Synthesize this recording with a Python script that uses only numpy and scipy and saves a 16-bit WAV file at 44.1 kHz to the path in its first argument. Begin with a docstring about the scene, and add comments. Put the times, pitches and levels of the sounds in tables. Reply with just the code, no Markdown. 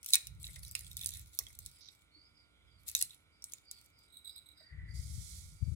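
"""A steel watch turns in two hands, close to a phone in a small room: links and folding clasp strike
each other with a crack and a short ring, among a few dull knocks. The bracelet rasps,
the clasp hinge sticks and slips into a squeak, and a thumb slides off the case back.
Soft handling bumps rumble underneath; a faint motor whines and a small bird chirps far away."""
import sys
import numpy as np
from scipy import signal
from scipy.fft import rfft, irfft, next_fast_len
from scipy.io import wavfile
from scipy.ndimage import uniform_filter1d, minimum_filter1d

SR = 44100
rng = np.random.default_rng(int(sys.argv[2]) if len(sys.argv) > 2 else 0)


def dump(signal):
    """Clip the signal to [-1, 1] and save it as 16-bit WAV at the path in sys.argv[1]."""
    limited = np.clip(np.atleast_2d(signal).T, -1, 1)
    pcm = np.round(limited * 32767).astype(np.int16)
    wavfile.write(sys.argv[1], SR, pcm)


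N = 253575
TIME = np.arange(N) / SR


def undb(db):
    """Decibels to gain."""
    return 10 ** (np.asarray(db) / 20)


def unit(x):
    """Scale to rms 1."""
    return x / np.sqrt(np.mean(x ** 2) + 1e-20)


def unit_attack(x):
    """Scale each channel so that its first 5 ms have a spread of 1."""
    return x / np.std(x[:, :220], axis=1, keepdims=True)


def colour(x, points):
    """Minimum-phase EQ through (frequency [Hz], gain [dB]) points, scaled to rms 1."""
    n = x.shape[-1]
    size = 2 * next_fast_len(n)
    hz, db = np.transpose(sorted(points))
    log_gain = np.interp(np.log(np.fft.rfftfreq(size, 1 / SR) + 1), np.log(hz), np.log(undb(db)))
    cepstrum = irfft(log_gain)
    cepstrum[1:size // 2] *= 2
    cepstrum[size // 2 + 1:] = 0
    return unit(irfft(rfft(x, size) * np.exp(rfft(cepstrum)))[..., :n])


def pan(db):
    """Constant-power stereo gains; a pan is left minus right in dB."""
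    gains = undb(np.array([db, -db]).reshape(2, -1) / 2)
    return gains / np.sqrt(np.mean(gains ** 2, axis=0))


def stereo_noise(n, shared, lag_samples=6):
    """Noise at two microphones; the shared part reaches the right one slightly later."""
    common = rng.standard_normal(n)
    centre = np.array([common, np.roll(common, lag_samples)])
    return np.sqrt(shared) * centre + np.sqrt(1 - shared) * rng.standard_normal((2, n))


def add(out, s, sound):
    """Mix a short sound in at s seconds."""
    start = max(int(s * SR), 0)
    part = sound[:, :max(N - start, 0)]
    out[:, start:start + part.shape[1]] += part


def wander(n, rate):
    """Random drift with a spread near 1 and `rate` new values a second."""
    return np.interp(np.arange(n) * rate / SR, np.arange(n), rng.standard_normal(n))


def ring(t, hz, t60, lag_s=.00009):
    """A struck mode; its phase at the right microphone depends on how the part happens to lie."""
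    phase_gap = 2 * np.pi * hz * lag_s + 0.89 * rng.standard_normal()
    attack = 1 - np.exp(-t * hz)  # builds within a cycle or two
    decay = np.exp(-np.log(1000) * t / t60)
    return np.sin(2 * np.pi * hz * t - np.array([[0], [phase_gap]])) * decay * attack


def gestures(table, attack_s, release_s):
    """Stereo envelope of hand movements: each builds, holds and dies away."""
    out = np.zeros((2, N))
    for s, length, db, pan_db in table:
        t = np.arange(int((length + 8 * release_s) * SR)) / SR
        envelope = np.minimum(t / attack_s, 1) * np.exp(-np.maximum(t - length, 0) / release_s)
        add(out, s, undb(db) * pan(pan_db) * envelope)
    return out


def friction(eq, rate, spread_db, grain_s, hiss):
    """Rubbing: about `rate` tiny catches a second, uneven in size, over a smooth hiss."""
    catches = (rng.random(N) < rate / SR) * undb(spread_db * np.minimum(rng.exponential(size=N), 3))
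    grains = unit(signal.lfilter([1], [1, -np.exp(-1 / (grain_s * SR))], catches))
    return colour(stereo_noise(N, 0.18) * (grains + hiss), eq)


def room(x, wet_db, early_db, t60=0.34, early_s=.008):
    """Table and hands reflect at once; the walls answer with a short diffuse tail."""
    eq = [(500, 12.5), (2200, 6.5), (3600, 0), (5500, -1.5), (10000, -3.5), (16000, -7.5), (20000, -12)]
    t = np.arange(SR // 2) / SR
    decay = np.exp(-np.log(1000) * t / t60) + undb(early_db) * np.exp(-t / early_s)
    attack = np.clip(t / 0.002 - .5, 0, 1)
    tail = colour(rng.standard_normal((2, len(t))) * decay * attack, eq) / np.sqrt(len(t))
    return x + undb(wet_db) * signal.fftconvolve(x, tail, axes=1)[:, :N]


def room_tone(level_db=-77):
    """A steady bed of soft air noise."""
    # spectrum of the air: (frequency [Hz], gain [dB])
    air_eq = [(88, -32), (150, -0.5), (566, -8.5), (745, -10.5), (1120, -10), (1390, -13), (1720, -17),
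              (2310, -18), (3040, -29), (4240, -26.5), (4950, -15.5), (5460, -23), (10600, -17.5),
              (16000, -46)]
    return undb(level_db) * colour(stereo_noise(N, 0.41), air_eq)


def motor(whirr_db=-76, pan_db=-6.5):
    """A faint motor: a narrow whirr and fixed pitches that waver in level."""
    # tones of the motor: (frequency [Hz], level [dB])
    tones = [(300, -86), (1200, -93.5), (1303, -88), (1401, -83.5), (1502, -90), (2304, -81.5), (2353, -94)]
    whirr_eq = [(1000, -49), (1800, -16.5), (2150, 1.5), (2320, -2), (2480, -9), (3800, -4), (6000, -37)]
    whirr = undb(whirr_db) * colour(stereo_noise(N, 1.0), whirr_eq)
    whine = np.zeros((2, N))
    for hz, db in tones:
        tone = np.sqrt(2) * np.sin(2 * np.pi * hz * TIME - np.array([[0], [1.5]]))
        whine += undb(db + 2 * wander(N, 18)) * tone
    return (whirr + whine) * pan(pan_db)


def bird(waver_hz=165, pan_db=-5, trim_db=-5):
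    """Thin gliding whistles, made raspy by fast flutter in pitch and level."""
    # distant chirps: (start [s], length [s], start pitch [Hz], end pitch [Hz], level before trim [dB])
    chirps = [(0.651, 0.2, 4800, 5050, -57.5), (1.678, 0.25, 5040, 4750, -65.5),
              (2.107, .19, 4280, 5050, -59.5), (2.332, .13, 5040, 4610, -65.5),
              (2.486, 0.32, 3350, 3346, -74), (2.66, .17, 5030, 4450, -73), (3.298, 0.15, 4810, 4970, -74),
              (3.633, 0.19, 4840, 4490, -57), (3.919, .15, 4890, 4820, -63), (4.236, 0.15, 4780, 4880, -61),
              (4.532, 0.19, 4930, 4620, -64.5), (4.539, 0.59, 1805, 2140, -68),
              (4.852, 0.27, 4740, 4930, -61), (5.542, 0.17, 4750, 4680, -69)]
    out, t = np.zeros((2, N)), np.arange(SR // 2) / SR
    for s, length, start_hz, end_hz, db in chirps:
        progress = np.minimum(t / length, 1)
        hz = start_hz + (end_hz - start_hz) * progress + waver_hz * wander(len(t), 1200)
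        tone = np.sin(2 * np.pi * np.cumsum(hz) / SR - np.array([[0], [2.]]))
        envelope = np.sin(np.pi * progress) * undb(6.2 * wander(len(t), 196.4))
        add(out, s, undb(db + trim_db) * pan(pan_db) * tone * envelope)
    return out


def handling(rest_db=-73, rest_pan_db=-5, bump_s=0.0063, bump_pan_db=18):
    """Low rumble travels through the phone's support, with a few dull bumps."""
    # spectrum of the rumble: (frequency [Hz], gain [dB])
    rumble_eq = [(15, -46.5), (25, -30), (54, 4.5), (70, 8), (104, 1), (165, -6.5), (270, -37),
                 (325, -30.5), (357, -33), (425, -46), (600, -38), (780, -76), (1320, -120)]
    # the hands press on the support: (start [s], length [s], level [dB], pan [dB])
    leans = [(.22, 0.49, -52, -4), (.75, 0.5, -54.5, -3.5), (1.38, 0.29, -58.5, -5),
             (2.58, 0.51, -67.5, -6), (4.7, 0.52, -45, 5), (5.27, 0.27, -52.5, 0), (5.6, 0.28, -34.5, 23.5)]
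    # soft bumps that reach the phone: (time [s], level [dB], pitch [Hz])
    bumps = [(4.991, -30, 72), (5.178, -34, 88), (5.623, -24.5, 102.6), (5.678, -24, 97)]
    rumble = colour(stereo_noise(N, 0.66), [(10, -44.5), *rumble_eq, (2000, -75)])
    pressure = gestures(leans, attack_s=0.083, release_s=0.052)
    out = rumble * np.hypot(pressure, undb(rest_db) * pan(rest_pan_db))
    t = np.arange(SR // 10) / SR
    for s, db, hz in bumps:
        swell = (t / bump_s * np.exp(1 - t / bump_s)) ** 2
        add(out, s, -undb(db) * pan(bump_pan_db) * np.sin(2 * np.pi * hz * t) * swell)
    return out


def fingertip_brush():
    """Skin catches on the clasp in one brief, grainy stroke."""
    # the stroke: (start [s], length [s], level [dB], pan [dB])
    stroke = [(1.805, 0.07, -58, -10.5)]
    # spectrum of skin on the clasp: (frequency [Hz], gain [dB])
    brush_eq = [(2500, -24), (3700, 7), (4700, 8.5), (6000, 7), (7500, -18.5), (15000, -27.5)]
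    rub = friction(brush_eq, rate=2500, spread_db=9.5, grain_s=0.0011, hiss=0.59)
    return rub * gestures(stroke, attack_s=0.0058, release_s=0.032)


def thumb_slide(trim_db=2, pan_db=-9):
    """The thumb rubs over the case back with a smooth, bright hiss."""
    # envelope of the slide: (time [s], level before trim [dB])
    slide = [(4.9, -72.5), (4.934, -76), (4.946, -60), (5.272, -54), (5.39, -55.5), (5.592, -70),
             (5.72, -68)]
    # spectrum of skin on the case: (frequency [Hz], gain [dB])
    thumb_eq = [(1500, -34), (2100, -6.5), (2700, -22.5), (3300, -4.5), (4200, -1), (8000, 2), (10800, 0.5),
                (13000, -10.5), (16000, -16.5)]
    rub = friction(thumb_eq, rate=1100, spread_db=3, grain_s=0.0022, hiss=2.9)
    level_db = np.interp(TIME, *np.transpose(slide)) + trim_db
    fade_in = np.interp(TIME, [4.86, 4.93], [0, 1])
    return rub * undb(level_db) * pan(pan_db) * fade_in


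def hinge_squeak(pan_db=-7, creep_s=0.031, creep_db=-9, ease_db=-5, rise_share=0.31, jitter=0.21):
    """Under each push the dry pin sticks and slips in spurts that ring the clasp, creeping in between."""
    # pushes on the hinge: (start [s], length [s], slip rate [1/s], level [dB])
    pushes = [(4.076, 0.034, 43, -62), (4.119, 0.039, 50, -51), (4.163, 0.033, 39.6, -48),
              (4.243, 0.065, 48.6, -44.5), (4.356, 0.037, 68, -44.5), (4.455, .066, 37.5, -55.5),
              (4.568, 0.066, 39, -62.5)]
    # resonances of the clasp: (frequency [Hz], gain [dB])
    clasp_eq = [(2800, -42), (3550, -8), (3900, 13.5), (4300, -14), (5200, -38), (7400, -39), (8200, 6),
                (8900, -23), (10000, -20.5), (11900, -6.5), (13500, -29.5), (15300, -18.5), (16500, -17)]
    spurts, t = np.zeros((1, N)), np.arange(SR // 5) / SR
    for s, length, rate, db in pushes:
        phase = np.cumsum(rate * (1 + jitter * wander(len(t), 53))) / SR % 1
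        slip = np.interp(phase, [0, rise_share, 1], [0, 1, 0]) ** 2
        envelope = undb(db + ease_db * t / length) * np.clip((length - t) / 0.0031, 0, 1)
        add(spurts, s, (slip * envelope)[None])
    pole = np.exp(-1 / (creep_s * SR))
    creep = undb(creep_db) * signal.lfilter([4 * (1 - pole)], [1, -pole], spurts)
    rub = friction(clasp_eq, rate=1400, spread_db=2.5, grain_s=0.00019, hiss=0.16)
    return rub * (spurts + creep) * pan(pan_db)


def dull_knocks(attack_s=.002, thud_db=-13, thud_s=0.0073, ring_cycles=34):
    """Dull knocks, each a low note with a rough thud; two faint ones sit much lower in pitch."""
    # dull knocks, two of them faint and low: (time [s], level [dB], pitch [Hz], thud offset [dB])
    knocks = [(.135, -41.5, 2025, 0), (.145, -42, 1402, -6), (.486, -37.5, 2065, -14),
              (.563, -36.5, 2040, -14), (.752, -40, 2360, -11), (1.389, -48, 1147, 2.5),
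              (1.409, -40.5, 2050, -8.5), (1.466, -43.5, 2040, -13), (1.503, -49, 2070, -15),
              (2.16, -62.5, 298, -13), (4.605, -57.5, 640, -8.5)]
    # spectrum of the thud: (frequency [Hz], gain [dB])
    thud_eq = [(120, -19.5), (300, -5), (600, 1), (850, -8), (1150, -5), (1600, -3.5), (2500, -6),
               (4000, -25.5)]
    out, t = np.zeros((2, N)), np.arange(SR // 8) / SR
    attack = 1 - np.exp(-t / attack_s)
    for s, db, hz, offset_db in knocks:
        thud = colour(stereo_noise(len(t), 0.53), thud_eq) * np.exp(-t / thud_s)
        note = ring(t, hz, ring_cycles / hz)
        add(out, s, undb(db) * (note + undb(thud_db + offset_db) * thud) * attack)
    return out


def bracelet_motion():
    """How hard the fingers shift the bracelet: the envelope that drives its rasp and jostle."""
    # shifts of the bracelet: (start [s], length [s], level [dB], pan [dB])
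    shifts = [(0, 1.8, -71, 1), (.025, .04, -60, 5), (.062, .07, -45.5, 0.5), (.397, .11, -58, 2.5),
              (.55, .07, -65, -3), (.622, .11, -61.5, -2), (.75, 0.073, -55, -5), (.85, 0.1, -64, -3),
              (.96, .18, -52, -4.5), (1.14, .06, -60, 0), (1.315, .21, -62.5, -1.5), (1.59, 0.14, -66, -5),
              (1.89, .12, -71.5, 2), (2.78, .08, -73, -5), (2.862, .035, -47, 3.5), (2.95, .055, -46, -3),
              (3.09, .05, -64.5, -5), (3.44, .14, -65.5, 2), (3.715, .14, -65, -1.5),
              (3.97, .09, -73, -3.5)]
    return gestures(shifts, attack_s=0.016, release_s=0.035)


def bracelet_rasp(motion, trim_db=-1, shimmer_db=6, shimmer_rate=22, bands=16):
    """Links rub on links; the touching pairs keep changing, so each band swells and fades on its own."""
    # spectrum of sliding steel: (frequency [Hz], gain [dB])
    rasp_eq = [(1000, -38.5), (2000, -7.5), (2900, -11.5), (3550, 0.5), (4000, 1.5), (4500, -3),
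               (5400, -3.5), (6800, -5.5), (8200, 3.5), (9200, -2), (10300, 5.5), (12500, -5.5),
               (14200, -6.5), (16000, -14)]
    rub = friction(rasp_eq, rate=620, spread_db=1.5, grain_s=0.003, hiss=0.3)
    edges_hz = np.linspace(1500, 16500, bands + 1)
    rasp = np.zeros((2, N))
    for k in range(bands):
        band = signal.sosfilt(signal.butter(2, edges_hz[k:k + 2], "band", fs=SR, output="sos"), rub)
        swell = undb(shimmer_db * np.clip(wander(N, shimmer_rate), -2, 2))
        rasp += (-1) ** k * band * swell
    return unit(rasp) * motion * undb(trim_db)


def jostle(motion, tick_db=4, scatter_db=2, low_db=-10, top_db=-2, ring_db=-2, low_share=0.21, count=84):
    """List small chance contacts between links, denser and louder the more the bracelet moves."""
    # note ranges of the low and high links; notes past SR / 2 fold down: (lowest [Hz], highest [Hz])
    note_ranges = [(3200, 4200), (7500, 34000)]
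    strength = np.sqrt(np.mean(motion ** 2, axis=0)) + 1e-12
    activity = np.cumsum(np.sqrt(strength))
    when, group, note = rng.random((count, 3)).T
    size, side = rng.standard_normal((count, 2)).T
    onsets = np.searchsorted(activity, activity[-1] * (np.arange(count) + when) / count)
    lowest, highest = np.array(note_ranges)[(group > low_share).astype(int)].T
    notes_hz = lowest + note * (highest - lowest)
    levels_db = 20 * np.log10(strength[onsets]) + tick_db + scatter_db * np.clip(size, -2, 2)
    return [(s, db, pan_db, low_db, top_db, hz, ring_db)
            for s, db, pan_db, hz in zip(onsets / SR, levels_db, 3 * side - 2.5, notes_hz)]


def link_strike(low_db, top_db, crack_s=0.00052, crack_db=-2, chatter_s=.004, chatter_db=-15,
                mode_t60=.014, scatter_db=3, modes=18):
    """Steel hits steel: a crack of noise and a scatter of short modes, new for each pair of links."""
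    eq = [(200, low_db - 28), (900, low_db - 22), (1500, low_db - 17), (2400, low_db),
          (3100, low_db / 2 - 5.5), (3800, 0), (4700, -2), (6200, 1.5), (9500, 1.66),
          (12500, top_db), (16000, top_db + 0.5)]
    t = np.arange(SR // 25) / SR
    attack = 1 - np.exp(-t / 0.0001)
    decay = np.exp(-t / crack_s) + undb(chatter_db) * np.exp(-t / chatter_s)
    crack = colour(stereo_noise(len(t), 0.79) * attack * decay, eq)
    links = np.zeros((2, len(t)))
    for hz in 1700 + 14000 * (np.arange(modes) + rng.random(modes)) / modes:
        db = np.interp(hz, *np.transpose(eq)) + scatter_db * rng.standard_normal()
        links += undb(db) * rng.choice([-1, 1]) * ring(t, hz, mode_t60)
    return unit_attack(unit_attack(links) + undb(crack_db) * unit_attack(crack))


def watch_clinks(motion, trim_db=1, note_trim_db=-1, note_t60=.017, bracelet_db=-8):
    """Each contact rings the struck part and the whole bracelet, briefly: the fingers damp the steel."""
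    # clear metal contacts: (time [s], level before trim [dB], pan [dB], low-mid EQ [dB], top EQ [dB],
    # note [Hz], note over strike before trim [dB])
    contacts = [(.0301, -50.5, 0, 3.5, -0.5, 10120, -4), (.0451, -48, 3, -8, -0.5, 10600, 0.5),
                (.0612, -38.5, 1, -7, -1, 14860, -2), (.1346, -14, -5, -9, -4, 3910, 0),
                (.142, -22.5, 9, -6.5, 1, 3780, 0), (.1448, -27, -2, 1, -16, 4170, -15),
                (.1547, -22, -2, 4, -2, 8650, -0.5), (.2699, -42, -2, -6, 1, 8740, -17),
                (.4304, -48.5, -0.5, -6, 7, 8300, 8), (.4427, -42.5, -2.5, 9, -9.5, 3900, 11),
                (.4678, -45.5, -6, -2, -12, 3850, 2.5), (.5597, -49.5, -2.5, 4, -12, 3660, -3),
                (.6322, -52.5, -4, 7, -6, 4430, 1), (.6496, -49.5, -2, -12, -4, 3950, -4),
                (.7122, -44.5, -1, -24, 10, 7800, -4), (.7518, -31, -5.5, 4.5, -10, 7900, -12),
                (.9144, -47, -2, -8, 8, 3770, -1.5), (.969, -37.5, 0, -32, 2, 13200, -9),
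                (1.0137, -41, -2, -21, -1, 3540, 3.5), (1.0341, -43.5, -2.5, -9.5, 3, 3660, 1),
                (1.0443, -41.5, 5, -26, 4, 9820, 0), (1.0601, -29.5, -11.5, -16, -1, 9650, -1.5),
                (1.0701, -38, -4, -27, -11, 10700, 4), (1.0904, -38.5, -9, -9, -7, 8300, -2),
                (1.1376, -46.5, -3, -7, 5, 3550, 1), (1.2153, -58, 7, -14, 15, 9000, -4),
                (1.3501, -54.5, 1, -10, 14, 12700, 1), (1.3892, -27, -4.5, -21, 1, 13700, -6),
                (1.4671, -49, -7, -4, -13, 3350, 5), (1.5893, -43.5, -1, -18, 0, 14140, 2),
                (1.6614, -41, -3, -41, 0.5, 8100, -10), (1.8863, -50.5, -7, 10, -6, 3840, 14.5),
                (2.881, -41.5, 14, -15, 0, 7800, -10), (2.8878, -39, -1, -11, -3.5, 13500, -9),
                (2.9504, -24, -5.5, -13, -4.5, 3810, -5), (2.9654, -38, 5, -13, -6, 11800, 2),
                (2.9775, -42, -9, -7, -4, 10000, -8), (3.0132, -29.5, 1, -3, -3, 11300, -8),
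                (3.0248, -25, -4, -12.5, -13, 10880, 6.5), (3.1069, -50.5, -5, -11, -8.5, 3810, 13),
                (3.4224, -51, -3, -18, -6, 5680, 5), (3.4411, -40, -3, -35, -4, 7640, -6.5),
                (3.5217, -50, 5, -29.5, -10, 9400, -10), (3.5355, -40, -8, -8.5, -5, 7020, 3),
                (3.7125, -41, -1, -32, -8, 7800, -13)]
    # modes of the bracelet: (frequency [Hz], relative level [dB], t60 [s])
    bracelet_modes = [(3600, -36.5, .08), (4139, -22.5, 0.15), (3950, -28, .06), (5420, -26, 0.052),
                      (6500, -28.5, 0.087), (7540, -22.5, 0.16), (8350, -25.5, .07), (8300, -31, 0.046),
                      (10000, -27, .05), (15000, -27.5, .05)]
    out, t = np.zeros((2, N)), np.arange(SR // 10) / SR
    for s, db, pan_db, low_db, top_db, hz, note_db in list(contacts) + jostle(motion):
        strike = link_strike(low_db, top_db)
        note = ring(t[:strike.shape[1]], hz, note_t60 * min(3800 / hz, 1))  # high notes die sooner
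        hit = unit_attack(strike + undb(note_db + note_trim_db) * unit_attack(note))
        bracelet = sum(undb(bracelet_db + mode_db + 5 * rng.standard_normal()) * ring(t, mode_hz, t60)
                       for mode_hz, mode_db, t60 in bracelet_modes)
        gain = undb(db + trim_db) * pan(pan_db)
        add(out, s, gain * hit)
        add(out, s, gain * bracelet)
    # parts this small radiate almost no bass
    return signal.sosfilt(signal.butter(2, 1300, "high", fs=SR, output="sos"), out)


def facing(x, treble_pan_db=2, treble_hz=6000):
    """The left microphone faces the watch and hears a little more of its treble."""
    treble = signal.sosfilt(signal.butter(1, treble_hz, "high", fs=SR, output="sos"), x)
    return x + treble * (pan(treble_pan_db) - 1)


def scene():
    """The watch up close in the room, over rumble and far sounds."""
    bed = room_tone() + motor() + handling() + room(bird(), wet_db=3.5, early_db=7)
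    motion = bracelet_motion()
    impacts = facing(watch_clinks(motion)) + dull_knocks()
    rubs = hinge_squeak() + bracelet_rasp(motion) + fingertip_brush() + thumb_slide()
    return bed + room(impacts + rubs, wet_db=-7.5, early_db=15.5)


def record(dry, ceiling=0.62, window_samples=90, top_hz=15800):
    """The phone limits any peak over the ceiling, fades out as it stops and cuts the top."""
    needed = np.minimum(1, ceiling / (np.abs(dry).max(axis=0) + 1e-9))
    gain = uniform_filter1d(minimum_filter1d(needed, window_samples), window_samples)
    fade_out = np.clip((N - np.arange(N)) / 300, 0, 1)
    return signal.sosfilt(signal.ellip(8, .2, 70, top_hz, fs=SR, output="sos"), dry * gain * fade_out)


dry = scene()
out = record(dry)
dump(out)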